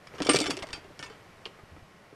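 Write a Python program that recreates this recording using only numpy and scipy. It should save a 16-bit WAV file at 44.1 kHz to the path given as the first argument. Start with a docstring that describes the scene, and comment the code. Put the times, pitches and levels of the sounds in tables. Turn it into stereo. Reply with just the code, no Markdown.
"""Golf clubs jostled in a bag.

Close by, shafts and heads clack together and ring, and the bag thumps hollowly as they knock its wall.
A few single clicks follow, then one lone dry tock with a dull echo. Ground and trees scatter back a
weak tail. Behind lie soft open-air noise, a faint hum and wind. Nearly all is in the left channel."""
import sys
import numpy as np
from scipy import signal
from scipy.fft import rfft, irfft, next_fast_len
from scipy.io import wavfile
from scipy.ndimage import uniform_filter1d, minimum_filter1d

SR = 44100
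rng = np.random.default_rng(int(sys.argv[2]) if len(sys.argv) > 2 else 0)


def dump(signal):
    """Clip the signal to [-1, 1] and save it as 16-bit WAV at the path in sys.argv[1]."""
    limited = np.clip(np.atleast_2d(signal).T, -1, 1)
    pcm = np.round(limited * 32767).astype(np.int16)
    wavfile.write(sys.argv[1], SR, pcm)


N = 94815
EVENT_SAMPLES = 16384
TIME_S = np.arange(N) / SR
AGE_S = np.arange(EVENT_SAMPLES) / SR
CLUB_ATTACK_S, BAG_ATTACK_S, RATTLE_ATTACK_S = 0.0016, 0.0021, 0.00075


def from_db(db):
    """Decibels to gain."""
    return 10 ** (np.asarray(db) / 20)


def add(track, start_s, sound):
    """Mix a sound into a track."""
    start = int(start_s * SR)
    track[start:start + len(sound)] += sound[:N - start]


def coloured(x, colour, tilt_db=0):
    """Minimum-phase filter of unit power from (Hz, dB) points, tilted per octave."""
    size = 2 * next_fast_len(len(x) // 2 + 2048)
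    octave = np.log2(np.maximum(np.arange(size // 2 + 1) * SR / size, 1))
    hz, db = np.transpose(colour)
    slope_db = tilt_db * np.maximum(octave, np.log2(hz[0]))
    gain = from_db(np.interp(octave, np.log2(hz), db) + slope_db)
    cepstrum = irfft(np.log(gain / np.sqrt(np.mean(gain ** 2))))
    cepstrum[1:size // 2] *= 2
    cepstrum[size // 2 + 1:] = 0
    return irfft(rfft(x, size) * np.exp(rfft(cepstrum)))[:len(x)]


def envelope(attack_s, t60_s):
    """Exponential rise and decay."""
    return (1 - np.exp(-AGE_S / attack_s)) * np.exp(-np.log(1000) * AGE_S / t60_s)


def crack(delay_at_1khz_s=0.00099):
    """A unit impulse travels as a bending wave, so the treble arrives first."""
    hz = np.arange(EVENT_SAMPLES // 2 + 1) * SR / EVENT_SAMPLES
    return irfft(np.exp(-4j * np.pi * delay_at_1khz_s * np.sqrt(1000 * hz)))


def rattle(t60_s, grain_s=0.00064, grain_db=2.5):
    """Dense, uneven micro-contacts and close reflections die away."""
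    strengths = from_db(grain_db * np.clip(rng.standard_normal(EVENT_SAMPLES), -2, 2))
    grain = np.interp(AGE_S / grain_s, np.arange(EVENT_SAMPLES), strengths)
    grain /= np.sqrt(np.mean(grain ** 2))
    return rng.standard_normal(EVENT_SAMPLES) * grain * envelope(RATTLE_ATTACK_S, t60_s)


def ringing(modes, attack_s=CLUB_ATTACK_S, scatter_db=0):
    """Struck modes decay; scatter varies their strengths from blow to blow."""
    out = np.zeros(EVENT_SAMPLES)
    for hz, db, t60_s in modes:
        strength = from_db(db + scatter_db * rng.normal())
        out += strength * envelope(attack_s, t60_s) * np.sin(2 * np.pi * hz * AGE_S)
    return out


def contact_colour(colour, depth_db, spacing_hz=170):
    """Each contact point adds chance peaks and dips to a spectrum."""
    hz = np.arange(100, 15000, spacing_hz)
    ripple_db = depth_db * np.clip(rng.standard_normal(EVENT_SAMPLES)[:len(hz)], -2, 2)
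    return np.transpose([hz, np.interp(hz, *np.transpose(colour)) + ripple_db])


# Club against club. Each row: start in seconds, level in dB, tilt in dB per octave,
# rattle T60 in seconds, relative crack level in dB, relative ring level in dB.
CLUB_CLACKS = [(0.0707, -43.5, -2.5, 0.052, -3, -28), (.1451, -46.5, -4, 0.18, -17, -27),
               (0.1829, -40.5, -4.5, 0.24, -1.5, -26), (0.2029, -29.5, -7.5, 0.057, -1, -26),
               (.2206, -30.5, -1, .03, 7, -13), (0.2266, -38, -2, 0.028, 5, -3),
               (0.2313, -40, -1.5, 0.062, 7, -12), (0.2483, -35.5, 0, 0.11, 0, -9),
               (.268, -28, -2, 0.058, 3.5, -5), (0.2897, -42, 0, 0.024, -2, -12),
               (.2924, -23.5, -2, 0.064, 5.5, -22), (0.2961, -25.5, -1.5, 0.12, 5, -14.5),
               (0.3085, -28, -2.5, 0.1, 2, -12.5), (0.3134, -33.5, 1, 0.054, -5, -1),
               (0.334, -29, 3, 0.14, 5, -7), (.349, -28.5, 0, 0.054, 8, -2),
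               (0.3594, -24, 0, 0.068, 5.5, 1), (.3667, -29.5, 1.5, 0.053, 9.5, -9.5),
               (0.388, -32.5, 2.5, 0.051, 11.5, -18), (0.4025, -27, 3.5, 0.056, 5, -3),
               (0.4145, -31.5, 2, 0.039, 6.5, 2), (0.4288, -39.5, 3, .1, 2, 2),
               (0.4408, -33, -1.5, 0.11, 2, -20), (.4587, -30.5, -3.5, 0.059, 2.5, -8),
               (0.4646, -30, -1, 0.058, 0.5, -19), (0.467, -32, -6, 0.042, 6, -16),
               (0.473, -42, 4, 0.045, -8, -16), (0.4778, -39, -2, 0.032, 5, -10),
               (.4959, -40, -3, 0.11, -5, -5), (.5018, -30, 0, 0.058, -1, -23),
               (0.5064, -30.5, 0, 0.093, 8, -21), (.5112, -30.5, -2.5, 0.036, 0.5, -14),
               (0.5325, -44.5, 0, 0.13, -6, -10), (0.5685, -41, 1.5, 0.071, 8.5, -28),
               (0.5747, -48.5, 1.5, .04, 13, -10), (0.5898, -41.5, -5.5, 0.053, 7, -16),
               (.594, -40, -1, 0.048, -6, -22), (0.6231, -38.5, -7.5, 0.075, 7.5, -25),
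               (0.6261, -36.5, -1, 0.069, 4, -26), (0.6698, -48, 0.5, 0.048, 4.5, -6),
               (0.6887, -43, -4, 0.078, 0, -12), (0.7055, -42, -6.5, 0.056, 3, -10),
               (.729, -37.5, 3, 0.059, -6, -23), (.7311, -34.5, -4, 0.14, 6, -14),
               (.7577, -49.5, 1, 0.14, 3, -12), (.8436, -48.5, -6.5, 0.068, -1, -13),
               (.992, -45.5, 0.5, 0.14, 10, -18), (1.0267, -43, -6, 0.083, 10, -16),
               (1.0296, -44, -1.5, 0.11, 7, -13), (1.0357, -41.5, -0.5, 0.088, -1, -28),
               (1.059, -44, -3.5, 0.11, -4, -19), (1.098, -47, -6.5, 0.21, -5, -8)]
# Spectra of the crack and the rattle. Each row: frequency in Hz, level in dB.
CRACK_SPECTRUM = [(200, -31.5), (900, -5), (1800, -4), (3000, 4.5), (3900, -0.5), (4800, 1.5), (5600, 2),
                  (6200, -5.5), (8500, -8.5), (10200, -14), (12000, -30), (15000, -37.5)]
RATTLE_SPECTRUM = [(100, -16.5), (220, -21.5), (370, 2), (650, -7.5), (950, -2), (1300, 3), (1650, -1),
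                   (2200, 2.5), (3100, 1.5), (3900, -6.5), (5400, -2), (6200, -7), (8300, -10),
                   (10000, -15.5), (12000, -30), (13500, -31.5), (15000, -52)]
# Damped shafts and heads. Each row: frequency in Hz, level in dB, T60 in seconds.
DAMPED_MODES = [(975, -29, 0.052), (1177, -14.5, 0.07), (1417, -22.5, 0.041), (2170, -12, 0.128),
                (2332, -6, 0.082), (2665, -16, 0.087), (3000, -18.5, .12), (3510, -10, 0.3),
                (3764, -12.5, 0.082), (4490, -1, 0.038), (4620, -4.5, 0.061), (5530, -2.5, 0.028),
                (5560, -19, 0.084), (7330, -15, 0.099), (8360, -3, 0.029)]


def club_clacks(crack_boost_db=16):
    """Clubs collide with a crack, a short rattle and a damped ring."""
    out = np.zeros(N)
    for start_s, db, tilt_db, t60_s, crack_db, ring_db in CLUB_CLACKS:
        snap = coloured(crack(), contact_colour(CRACK_SPECTRUM, depth_db=4.5), tilt_db)
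        snap *= from_db(crack_boost_db + crack_db)
        body = coloured(rattle(t60_s), contact_colour(RATTLE_SPECTRUM, depth_db=6), tilt_db)
        ring = from_db(ring_db) * ringing(DAMPED_MODES, scatter_db=2.5)
        add(out, start_s, from_db(db) * (snap + body + ring))
    return out


# Modes of free clubs, by club. Each row: frequency in Hz, level in dB, T60 in seconds.
FREE_MODES = {"iron": [(1185.4, 2, 0.12), (1393, -4.5, 0.078), (2135, -8.5, 0.093), (2970, 5.5, 0.036),
              (4800, -12.5, .1), (7270, -18, .1), (8500, -8.5, 0.067), (8680, 5, 0.11)],
              "shaft": [(1179, -10, 0.16), (4440, -14.5, .065), (4648, 0.5, 0.15), (5480, -12.5, 0.18),
              (8120, -8, 0.057)], "short shaft": [(1193, 0.5, 0.057), (2250, -7, 0.091), (5464, 0.5, 0.051),
              (7300, -18, .11), (8100, -9.5, 0.0625)], "wood": [(1800, 0, .13), (2220, -3, 0.14),
              (2920, 0.5, 0.067), (3230, -0.5, 0.047), (3160, 1, 0.035), (5480, 0, 0.057)]}
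# Blows on free clubs. Each row: start in seconds, club, level in dB.
FREE_BLOWS = [(0.2931, "iron", -21), (0.3129, "short shaft", -28), (0.3335, "shaft", -29),
              (0.3356, "short shaft", -33), (0.3894, "shaft", -35), (0.4098, "short shaft", -42),
              (.4705, "short shaft", -29.5), (0.508, "shaft", -40), (.627, "shaft", -52),
              (0.7307, "shaft", -36), (0.993, "wood", -45), (1.0264, "wood", -40)]


def club_rings():
    """A free club rings on after a blow."""
    out = np.zeros(N)
    for start_s, club, db in FREE_BLOWS:
        add(out, start_s, from_db(db) * ringing(FREE_MODES[club]))
    return out


# Club against bag. Each row: start in seconds, level in dB, tilt in dB per octave,
# relative ring level in dB, ring pitch in Hz.
BAG_THUMPS = [(.139, -45, 8, 4.5, 492), (0.154, -47.5, 4, -4, 410), (0.203, -32.5, 2.5, -17, 630),
              (0.2108, -29, 0.5, 5.5, 278), (.262, -31, 3.5, -8, 355), (0.2888, -20, -1, -3, 633),
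              (0.2958, -20.5, 6, 7.5, 293), (0.3451, -19, 0.5, -14, 410), (0.357, -25.5, -5, -5, 162),
              (.387, -34.5, -4, 4, 445), (0.41, -28, 1, 6, 304), (0.462, -35.5, 4.5, 2, 368),
              (0.483, -37.5, 0.5, 8, 405), (.496, -29.5, -3, -6, 285), (.509, -38, 3, 0, 167),
              (0.5341, -41, -5, 6.5, 299), (.573, -40.5, 2.5, 4.5, 378), (.629, -41, 9, -2, 355),
              (.639, -40.5, 6.5, 3.5, 630), (0.736, -53, -0.5, 2, 350), (0.776, -49.5, -0.5, -1, 396),
              (0.848, -52, 3.5, 5, 393), (0.904, -50, -3, 1, 560), (.997, -44, -3, 0.5, 151),
              (1.03, -53.5, -8, 3, 277), (1.103, -54, 2, 11.5, 434), (1.589, -50.5, 8.5, 0, 1213),
              (1.765, -51, 7.5, -1, 1260), (2.127, -50.5, -5, 0, 405)]
# Spectrum of a soft blow. Each row: frequency in Hz, level in dB.
THUMP_SPECTRUM = [(30, -24.5), (70, -13), (120, -5), (165, -11), (220, -9.5), (285, 5.5), (350, 3.5),
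                  (450, 2), (730, -3.5), (950, -14.5), (1250, -24), (2000, -22.5), (6000, -76.5)]
# Bag wall. Each row: multiple of the ring pitch, level in dB, T60 in seconds.
WALL_MODES = [(0.954, -18, 0.1), (1.02, 2.5, 0.075), (2.2, -30, 0.027)]


def bag_thumps(push_db=23.5, rattle_db=-3, low_cut_hz=94):
    """Soft blows push the bag wall; it rings at a pitch set by the spot and radiates little deep bass."""
    out = np.zeros(N)
    for start_s, db, tilt_db, ring_db, pitch_hz in BAG_THUMPS:
        blow = from_db(push_db) * (AGE_S == 0) + from_db(rattle_db) * rattle(t60_s=0.06)
        thud = coloured(blow, THUMP_SPECTRUM, tilt_db)
        modes = [(pitch_hz * ratio, mode_db, t60_s) for ratio, mode_db, t60_s in WALL_MODES]
        hollow = from_db(ring_db) * ringing(modes, BAG_ATTACK_S)
        add(out, start_s, from_db(db) * (thud + hollow))
    return signal.sosfilt(signal.butter(2, low_cut_hz, "high", fs=SR, output="sos"), out)


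# Spectra of the tick and its reflection. Each row: frequency in Hz, level in dB.
TICK_SPECTRUM = [(200, -28), (1800, -20), (2500, 0), (2950, 9.5), (3700, -2.5), (4600, 0), (5200, -3.5),
                 (6000, -27), (8500, -34), (10000, -27), (11000, -59)]
ECHO_SPECTRUM = [(100, -7.5), (430, 9), (600, -1), (1000, 0.5), (1800, -7.5), (2400, -4), (3000, 2),
                 (3800, -6), (4800, -8.5), (7000, -18), (10000, -24), (13000, -40)]
# Ring of the tick. Each row: frequency in Hz, level in dB, T60 in seconds.
TICK_RING_MODES = [(2830, -40.5, 0.06), (2960, -46, .04), (3180, -31, 0.044), (2437, -39, 0.046),
                   (4330, -39, 0.035), (4900, -50, .04)]


def lone_tick(start_s=1.4546, click_db=-13, echo_db=-37.5, echo_delay_s=0.0034):
    """One dry click barely rings; a duller reflection follows."""
    out = np.zeros(N)
    click = from_db(click_db) * coloured(crack(), TICK_SPECTRUM)
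    add(out, start_s, click + ringing(TICK_RING_MODES))
    echo = from_db(echo_db) * coloured(rattle(t60_s=0.081), ECHO_SPECTRUM)
    add(out, start_s + echo_delay_s, echo)
    return out


# Spectrum of the scattered tail. Each row: frequency in Hz, level in dB.
TAIL_SPECTRUM = [(80, -17.5), (400, 4.5), (1200, 1.5), (3000, -3.5), (4600, -23.5), (6000, -17.5),
                 (13000, -18)]


def scattered_tail(near, level_db=-20.5):
    """Ground and trees scatter back a weak, dull tail."""
    response = coloured(rattle(t60_s=0.5), TAIL_SPECTRUM)
    return from_db(level_db) * signal.fftconvolve(near, response / np.linalg.norm(response))[:N]


# Spectrum of the open air. Each row: frequency in Hz, level in dB.
AIR_SPECTRUM = [(25, -5), (50, -6), (85, 1), (160, 2.5), (260, -4), (550, -2.5), (1100, -6.5), (2200, -8.5),
                (2700, -13), (3500, -17), (5300, -19.5), (6500, -24), (10000, -28.5), (13400, -32.5),
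                (14200, -79)]
# Swell of the air. Each row: time in seconds, level in dB.
AIR_SWELL = [(0, -56.5), (.3, -46), (.8, -54), (1.2, -54), (1.7, -55.5), (2.15, -57)]


def open_air():
    """Soft outdoor noise swells early, then sinks back."""
    swell = from_db(np.interp(TIME_S, *np.transpose(AIR_SWELL)))
    return swell * coloured(rng.standard_normal(N), AIR_SPECTRUM)


# Far tones. Each row: frequency in Hz, level in dB.
HUM_TONES = [(1078, -70), (1917, -72.5), (2960, -80.5)]


def far_hum(linewidth_hz=4.2):
    """Faint tones waver as their phases drift."""
    step_rad = np.sqrt(2 * np.pi * linewidth_hz / SR)
    out = np.zeros(N)
    for hz, db in HUM_TONES:
        drift_rad = step_rad * np.cumsum(rng.standard_normal(N))
        out += np.sqrt(2) * from_db(db) * np.sin(2 * np.pi * hz * TIME_S + drift_rad)
    return out


# Puffs of wind. Each row: centre in seconds, Gaussian sigma in seconds, level in dB.
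WIND_PUFFS = [(0.884, 0.023, -56), (1.208, 0.032, -68), (1.637, 0.0022, -44), (1.728, 0.021, -50.5),
              (1.782, 0.017, -52), (1.83, 0.0055, -48)]
# Spectrum of a puff. Each row: frequency in Hz, level in dB.
WIND_SPECTRUM = [(25, -9), (55, -17), (90, 2.5), (170, -18), (300, -14), (1000, -56)]


def wind():
    """Wind bumps the microphone in short, low puffs."""
    gusts = sum(from_db(db) * np.exp(-0.5 * ((TIME_S - centre_s) / sigma_s) ** 2)
                for centre_s, sigma_s, db in WIND_PUFFS)
    return gusts * coloured(rng.standard_normal(N), WIND_SPECTRUM)


def scene(left_db=6.5, right_db=-66, hiss_db=-88):
    """One microphone feeds the left channel; the right holds only a trace and hiss."""
    near = bag_thumps() + club_clacks() + club_rings() + lone_tick()
    sound = near + scattered_tail(near) + open_air() + far_hum() + wind()
    hiss = from_db(hiss_db) * coloured(rng.standard_normal(N), AIR_SPECTRUM)
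    return np.array([from_db(left_db) * sound, from_db(right_db) * sound + hiss])


def record(dry):
    """A fast limiter holds down the peaks; a steep low-pass cuts the top."""
    ceiling, window_samples, cutoff_hz = 0.9, 65, 14200
    allowed = np.minimum(1, ceiling / (np.abs(dry).max(axis=0) + 1e-9))
    gain = uniform_filter1d(minimum_filter1d(allowed, size=window_samples), size=window_samples)
    return signal.sosfilt(signal.cheby1(16, 0.1, cutoff_hz, fs=SR, output="sos"), dry * gain)


dry = scene()
out = record(dry)
dump(out)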